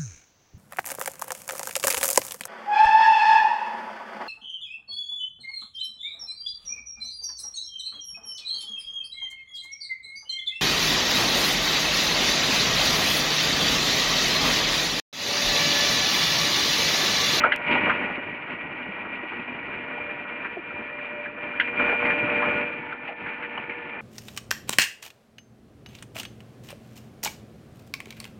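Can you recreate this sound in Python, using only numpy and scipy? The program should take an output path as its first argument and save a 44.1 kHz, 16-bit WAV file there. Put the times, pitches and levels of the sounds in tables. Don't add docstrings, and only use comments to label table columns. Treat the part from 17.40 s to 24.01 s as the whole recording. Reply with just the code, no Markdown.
import sys
import numpy as np
from scipy import signal
from scipy.fft import rfft, irfft, next_fast_len
from scipy.io import wavfile

SR = 44100
rng = np.random.default_rng(int(sys.argv[2]) if len(sys.argv) > 2 else 0)


def unload_audio(sound):
    columns = np.transpose(np.atleast_2d(sound))
    steps = np.round(np.clip(columns, -1, 1) * 32767)
    wavfile.write(sys.argv[1], SR, steps.astype(np.int16))


N = 291501
T = np.arange(N) / SR

# time_s, level_db
BASE_LEVEL = [(0, -35), (1.3, -35.5), (2.6, -35.5), (3.8, -37), (5.5, -37), (6.61, -37)]
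# peak_s, level_db, hold_s, release_s
LEVEL_SWELLS = [(0.0, -25, 0.01, .15), (.32, -20.5, 0.033, 0.0715), (0.453, -24.5, 0.033, 0.11),
                (0.659, -28, .01, .08), (2.519, -39.5, 0.019, .08), (4.09, -36.5, 0.23, 0.11),
                (4.421, -25, 0.097, .07), (4.645, -25.5, .03, 0.24), (4.841, -29, 0.36, 0.12),
                (5.836, -38, .06, 0.034)]
# centre_s, length_s, depth_db
LEVEL_DIPS = [(3.217, .09, -4), (3.925, 0.11, -4), (5.585, .1, -3.5), (5.754, 0.074, -6.5)]

# frequency_hz, gain_db
RUSH_EQ = [(20, -40), (50, -18), (100, -9.5), (170, -4.5), (230, -0.5), (310, 0.5), (430, -4.5),
           (1150, -3.5), (1450, -1.5), (1850, -3), (2350, 4.5), (2800, -3), (3300, -6.5), (4200, -14.5)]
# time_s, gain_db
RUMBLE_FADER = [(0, -11.5), (.33, -7), (1.2, -9), (2.3, -7), (3.2, -9.5), (4.1, -8.5), (4.42, -12.5),
                (4.72, -7), (5.15, -7), (6.0, -9.5), (6.61, -7.5)]

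# time_s, stage
STROKE_STAGES = [(2.3, 0), (2.55, 1), (4.2, 1), (4.4, 2), (5.25, 2), (5.45, 3)]
WHINE_ORDERS = [10, 20, 22, 30, 32, 37, 40, 42, 44, 47, 48, 50, 53, 60]
# first_squeeze_db, deep_squeeze_db, full_load_db, holding_db
WHINE_LEVELS = [(-18.5, -13, -7, -8), (-12, -11.5, -16.5, -12.5), (-22.5, -23.5, -24.5, -33),
                (-14, -15, -10.5, -17.5), (-30, -18, -31.5, -30), (-32.5, -34, -36, -18.5),
                (-6.5, -8.5, -10.5, -13.5), (-16, -24.5, -21.5, -22.5), (-22, -31, -33, -33.5),
                (-15, -22, -12.5, -12.5), (-14, -26, -35, -31), (-6.5, -2, 1, -5.5),
                (-25.5, -17, -10.5, -26), (-12, -15.5, -17, -20)]
# time_s, speed_hz
MOTOR_SAG = [(0, 24.79), (1.5, 24.77), (3.3, 24.70), (4.8, 24.66), (6.6, 24.57)]
HUM_ORDERS = [10, 12, 33, 36, 59, 62, 71, 72, 83, 91, 96]
# first_squeeze_db, deep_squeeze_db, full_load_db, holding_db
HUM_LEVELS = [(-13.5, -16.5, -13, -15.5), (-17, -19.5, -18, -15.5), (-19, -25, -22.5, -17),
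              (-18, -22, -13, -8.5), (-17.5, -15.5, -11, -13), (-37, -22, -25, -21.5),
              (-23, -12, -13.5, -12), (-20.5, -20.5, -28, -9), (-24, -37, -24, -15.5),
              (-15, -26.5, -36, -28), (-15.5, -11.5, -24, -22.5)]
# time_s, gain_db
DRONE_FADER = [(0, -9), (1.5, -13.5), (2.0, -24), (2.65, -4.5), (3.12, -15.5), (3.55, -4.5), (3.85, -1),
               (4.25, -11), (4.45, -7.5), (4.7, -5.5), (5.03, -1.5), (5.28, -6), (5.42, -12.5),
               (6.61, -14.5)]

# start_s, level_db
STEEL_CLACKS = [(.119, -15), (4.198, -15)]
# pitch_hz, gain_db, width_octaves, decay_s
STEEL_MODES = [(1586, -3, 0.13, .011), (2050, -3.5, .08, 0.013), (3020, -4.5, 0.29, 0.013)]
# start_s, level_db, pitch_hz
BALE_THUDS = [(.475, -27, 234), (0.776, -33, 283), (1.488, -34, 220), (1.829, -35, 295),
              (3.168, -30.5, 338)]
# start_s, level_db, pitch_hz, width_octaves, decay_s
CAN_BUCKLES = [(.036, -11.5, 1430, 0.15, 0.015), (.039, -20.5, 700, 0.84, 0.029),
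               (.309, -23.5, 2510, .99, 0.046), (.359, -24.5, 790, 0.32, 0.0109),
               (.495, -16, 1410, 0.64, 0.014), (1.097, -34, 2310, 0.42, 0.045),
               (1.65, -34.5, 1400, .5, 0.015), (1.919, -33, 906, 1, 0.017),
               (2.335, -35.5, 1870, 0.56, .015), (2.574, -34, 800, 0.21, 0.011),
               (3.046, -30, 1460, 0.51, .021), (3.305, -35.5, 1440, .17, .011),
               (3.586, -33.5, 1700, 0.28, 0.0089), (3.857, -30, 1690, 0.22, .009),
               (4.134, -35, 1460, .11, 0.017), (4.273, -28, 1970, 0.44, .012),
               (4.395, -22, 1450, .36, 0.0049), (4.524, -24.5, 614, 0.64, 0.012),
               (4.649, -24, 2050, 0.092, 0.022), (4.699, -22, 1760, .4, .018),
               (5.02, -23.5, 1170, 0.8, 0.035), (5.523, -28, 1430, 0.07, .0075),
               (5.676, -32, 2320, 0.42, .014), (5.687, -34, 696, 0.28, 0.028),
               (5.86, -31.5, 1590, .5, 0.025), (6.023, -30.5, 1870, .5, 0.03),
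               (6.174, -32.5, 930, 0.58, .022), (6.175, -29, 2980, 0.079, 0.0046),
               (6.294, -29.5, 2140, 0.29, .024)]

# frequency_hz, gain_db
MIC_EQ = [(25, -6.5), (60, 0.5), (2700, -0.5), (3100, -5), (3500, -14.5), (4000, -18), (5000, -28),
          (5500, -49.5), (8000, -59.5)]


def amp(db):
    return 10 ** (np.asarray(db) / 20)


def unit(x):
    return x / np.sqrt(np.mean(x ** 2) + 1e-20)


def curve(rows):
    return np.interp(T, *np.transpose(rows))


def eq_gain(rows, f):
    hz, db = np.transpose(rows)
    return amp(np.interp(np.log(f), np.log(hz), db))


def colour(x, gain):
    size = next_fast_len(len(x) + 2048)
    freqs = np.fft.rfftfreq(size, 1 / SR) + 1
    return irfft(rfft(x, size) * gain(freqs), size)[:len(x)]


def wander(rate_hz):
    knots = np.arange(0, T[-1] + 1, 1 / rate_hz)
    return unit(np.interp(T, knots, rng.standard_normal(len(knots))))


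def add(mix, start_s, sound):
    part = mix[max(round(start_s * SR), 0):][:len(sound)]
    part += sound[:len(part)]


def overall_level(rise_s=0.054, unrest_db=0.5):
    power = amp(curve(BASE_LEVEL)) ** 2
    for peak_s, level_db, hold_s, release_s in LEVEL_SWELLS:
        rise = np.exp(-(np.maximum(peak_s - T, 0) / rise_s) ** 2)
        fall = np.exp(-np.maximum(T - peak_s - hold_s, 0) / release_s)
        power += (amp(level_db) * rise * fall) ** 2
    dips_db = sum(depth_db * np.exp(-(2 * (T - centre_s) / length_s) ** 2)
                  for centre_s, length_s, depth_db in LEVEL_DIPS)
    return 10 * np.log10(power) + dips_db + unrest_db * wander(24)


def bearing_chatter(turns, partials=160):
    surface = irfft(np.exp(2j * np.pi * rng.random(partials)), partials * 20)
    return unit(np.interp(turns % 1, np.linspace(0, 1, len(surface)), surface))


def oil_rush(pump_turns, motor_turns, low_hz=450, high_hz=1900, flicker_db=1.95, lurch_db=1.83):
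    hiss = rng.standard_normal(N)
    drive = hiss + 0.15 * (bearing_chatter(pump_turns) + bearing_chatter(motor_turns))
    bright_db, middle_db = -4, -7
    rumble_db = curve(RUMBLE_FADER) - 2 + lurch_db * wander(15)
    lowpass = lambda f, edge_hz: 1 / (1 + (f / edge_hz) ** 10)
    bands = [(bright_db, lambda f: 1 - lowpass(f, high_hz)),
             (middle_db, lambda f: lowpass(f, high_hz) - lowpass(f, low_hz)),
             (rumble_db, lambda f: lowpass(f, low_hz))]
    out = np.zeros(N)
    for band_db, band in bands:
        noise = unit(colour(drive, lambda f: eq_gain(RUSH_EQ, f) * band(f)))
        out += noise * amp(band_db + flicker_db * wander(70))
    return out


def shaft_tone(turns, orders, levels, flutter_db, flutter_hz, jitter_rad=0.32):
    stage, out = curve(STROKE_STAGES), np.zeros(N)
    phases = rng.random(12)
    for order, stage_db in zip(orders, levels):
        level_db = np.interp(stage, range(4), stage_db) + flutter_db * wander(flutter_hz)
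        angle = 2 * np.pi * (order * turns + phases[round(order / 10)])
        out += amp(level_db) * np.cos(angle + jitter_rad * wander(flutter_hz))
    return out


def frame_drone(motor_turns, order=24, waver_db=2, waver_hz=35, jitter_rad=0.42):
    level_db = curve(DRONE_FADER) - 1 + waver_db * wander(waver_hz)
    return amp(level_db) * np.cos(2 * np.pi * order * motor_turns + jitter_rad * wander(waver_hz))


def metal_burst(pitch_hz, octaves, decay_s, rise_s=0.0025, tail_db=-20, tail_s=0.024, skirt_db=-18.5):
    t = T[:8192]
    ring = lambda f: 1 / (1 + 0.5 * (np.log2(f / pitch_hz) / octaves) ** 2) ** 2
    skirt = lambda f: amp(skirt_db) * (2 * f * pitch_hz / (f ** 2 + 2 * pitch_hz ** 2)) ** 2
    noise = colour(rng.standard_normal(len(t)), lambda f: ring(f) + skirt(f))
    body = np.exp(-np.maximum(t - 2 * rise_s, 0) / decay_s)
    tail = amp(tail_db) * np.exp(-t / tail_s)
    envelope = np.minimum(t / rise_s, 1) * (body + tail)
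    return unit(noise * envelope) * np.sqrt(np.mean(envelope ** 2))


def steel_clacks():
    out = np.zeros(N)
    for start_s, level_db in STEEL_CLACKS:
        for pitch_hz, gain_db, octaves, decay_s in STEEL_MODES:
            add(out, start_s, amp(level_db + gain_db) * metal_burst(pitch_hz, octaves, decay_s))
    return out


def bale_thuds(octaves=0.14, decay_s=0.014, overtone_ratio=2.03, overtone_db=-5):
    out = np.zeros(N)
    for start_s, level_db, pitch_hz in BALE_THUDS:
        note = metal_burst(pitch_hz, octaves, decay_s)
        overtone = amp(overtone_db) * metal_burst(pitch_hz * overtone_ratio, octaves, decay_s)
        add(out, start_s, amp(level_db) * (note + overtone))
    return out


def can_crackle(gain_db=-11, snaps_per_s=260, spread_db=4, low_hz=250, high_hz=2600, patches=48):
    t, out = T[:2048], np.zeros(N)
    for pitch_hz in np.geomspace(low_hz, high_hz, patches):
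        decay_s = 4 / np.sqrt(pitch_hz * 1000)
        treble_lift = (pitch_hz / 1000) ** 0.71
        ring = treble_lift * np.sin(2 * np.pi * pitch_hz * t) * np.exp(-t / decay_s)
        for when, size in rng.random((round(snaps_per_s * T[-1] / patches), 2)):
            accent_db = spread_db * min(-np.log(1 - size), 3)
            add(out, when * T[-1], ring * amp(accent_db))
    return unit(out) * amp(gain_db)


def can_buckles():
    out = np.zeros(N)
    for start_s, level_db, pitch_hz, octaves, decay_s in CAN_BUCKLES:
        add(out, start_s, amp(level_db) * metal_burst(pitch_hz, octaves, decay_s))
    return out


def scene(pump_hz=47.88):
    pump_turns = np.cumsum(pump_hz * (1 + 0.00025 * wander(8))) / SR
    motor_turns = np.cumsum(curve(MOTOR_SAG) * (1 + 0.00063 * wander(8))) / SR
    fader = amp(overall_level())
    whine = shaft_tone(pump_turns, WHINE_ORDERS, WHINE_LEVELS, flutter_db=2.5, flutter_hz=50)
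    hum = shaft_tone(motor_turns, HUM_ORDERS, HUM_LEVELS, flutter_db=3, flutter_hz=20)
    bed = whine + hum + frame_drone(motor_turns) + oil_rush(pump_turns, motor_turns)
    press = fader * bed + steel_clacks()
    cans = fader * can_crackle() + can_buckles() + bale_thuds()
    return (press + cans)[None]


def record(dry, overload=1.5, tick_s=0.162, tick_db=-19, tick_decay_s=0.00015, cutoff_hz=15500):
    saturated = np.tanh(overload * dry[0]) / overload
    sound = colour(saturated, lambda f: eq_gain(MIC_EQ, f))
    add(sound, tick_s, amp(tick_db) * np.exp(-T / tick_decay_s))
    high_cut = signal.firwin(401, cutoff_hz, window=("kaiser", 8), fs=SR)
    return signal.oaconvolve(sound, high_cut, "same")[None]


dry = scene()
out = record(dry)
unload_audio(out)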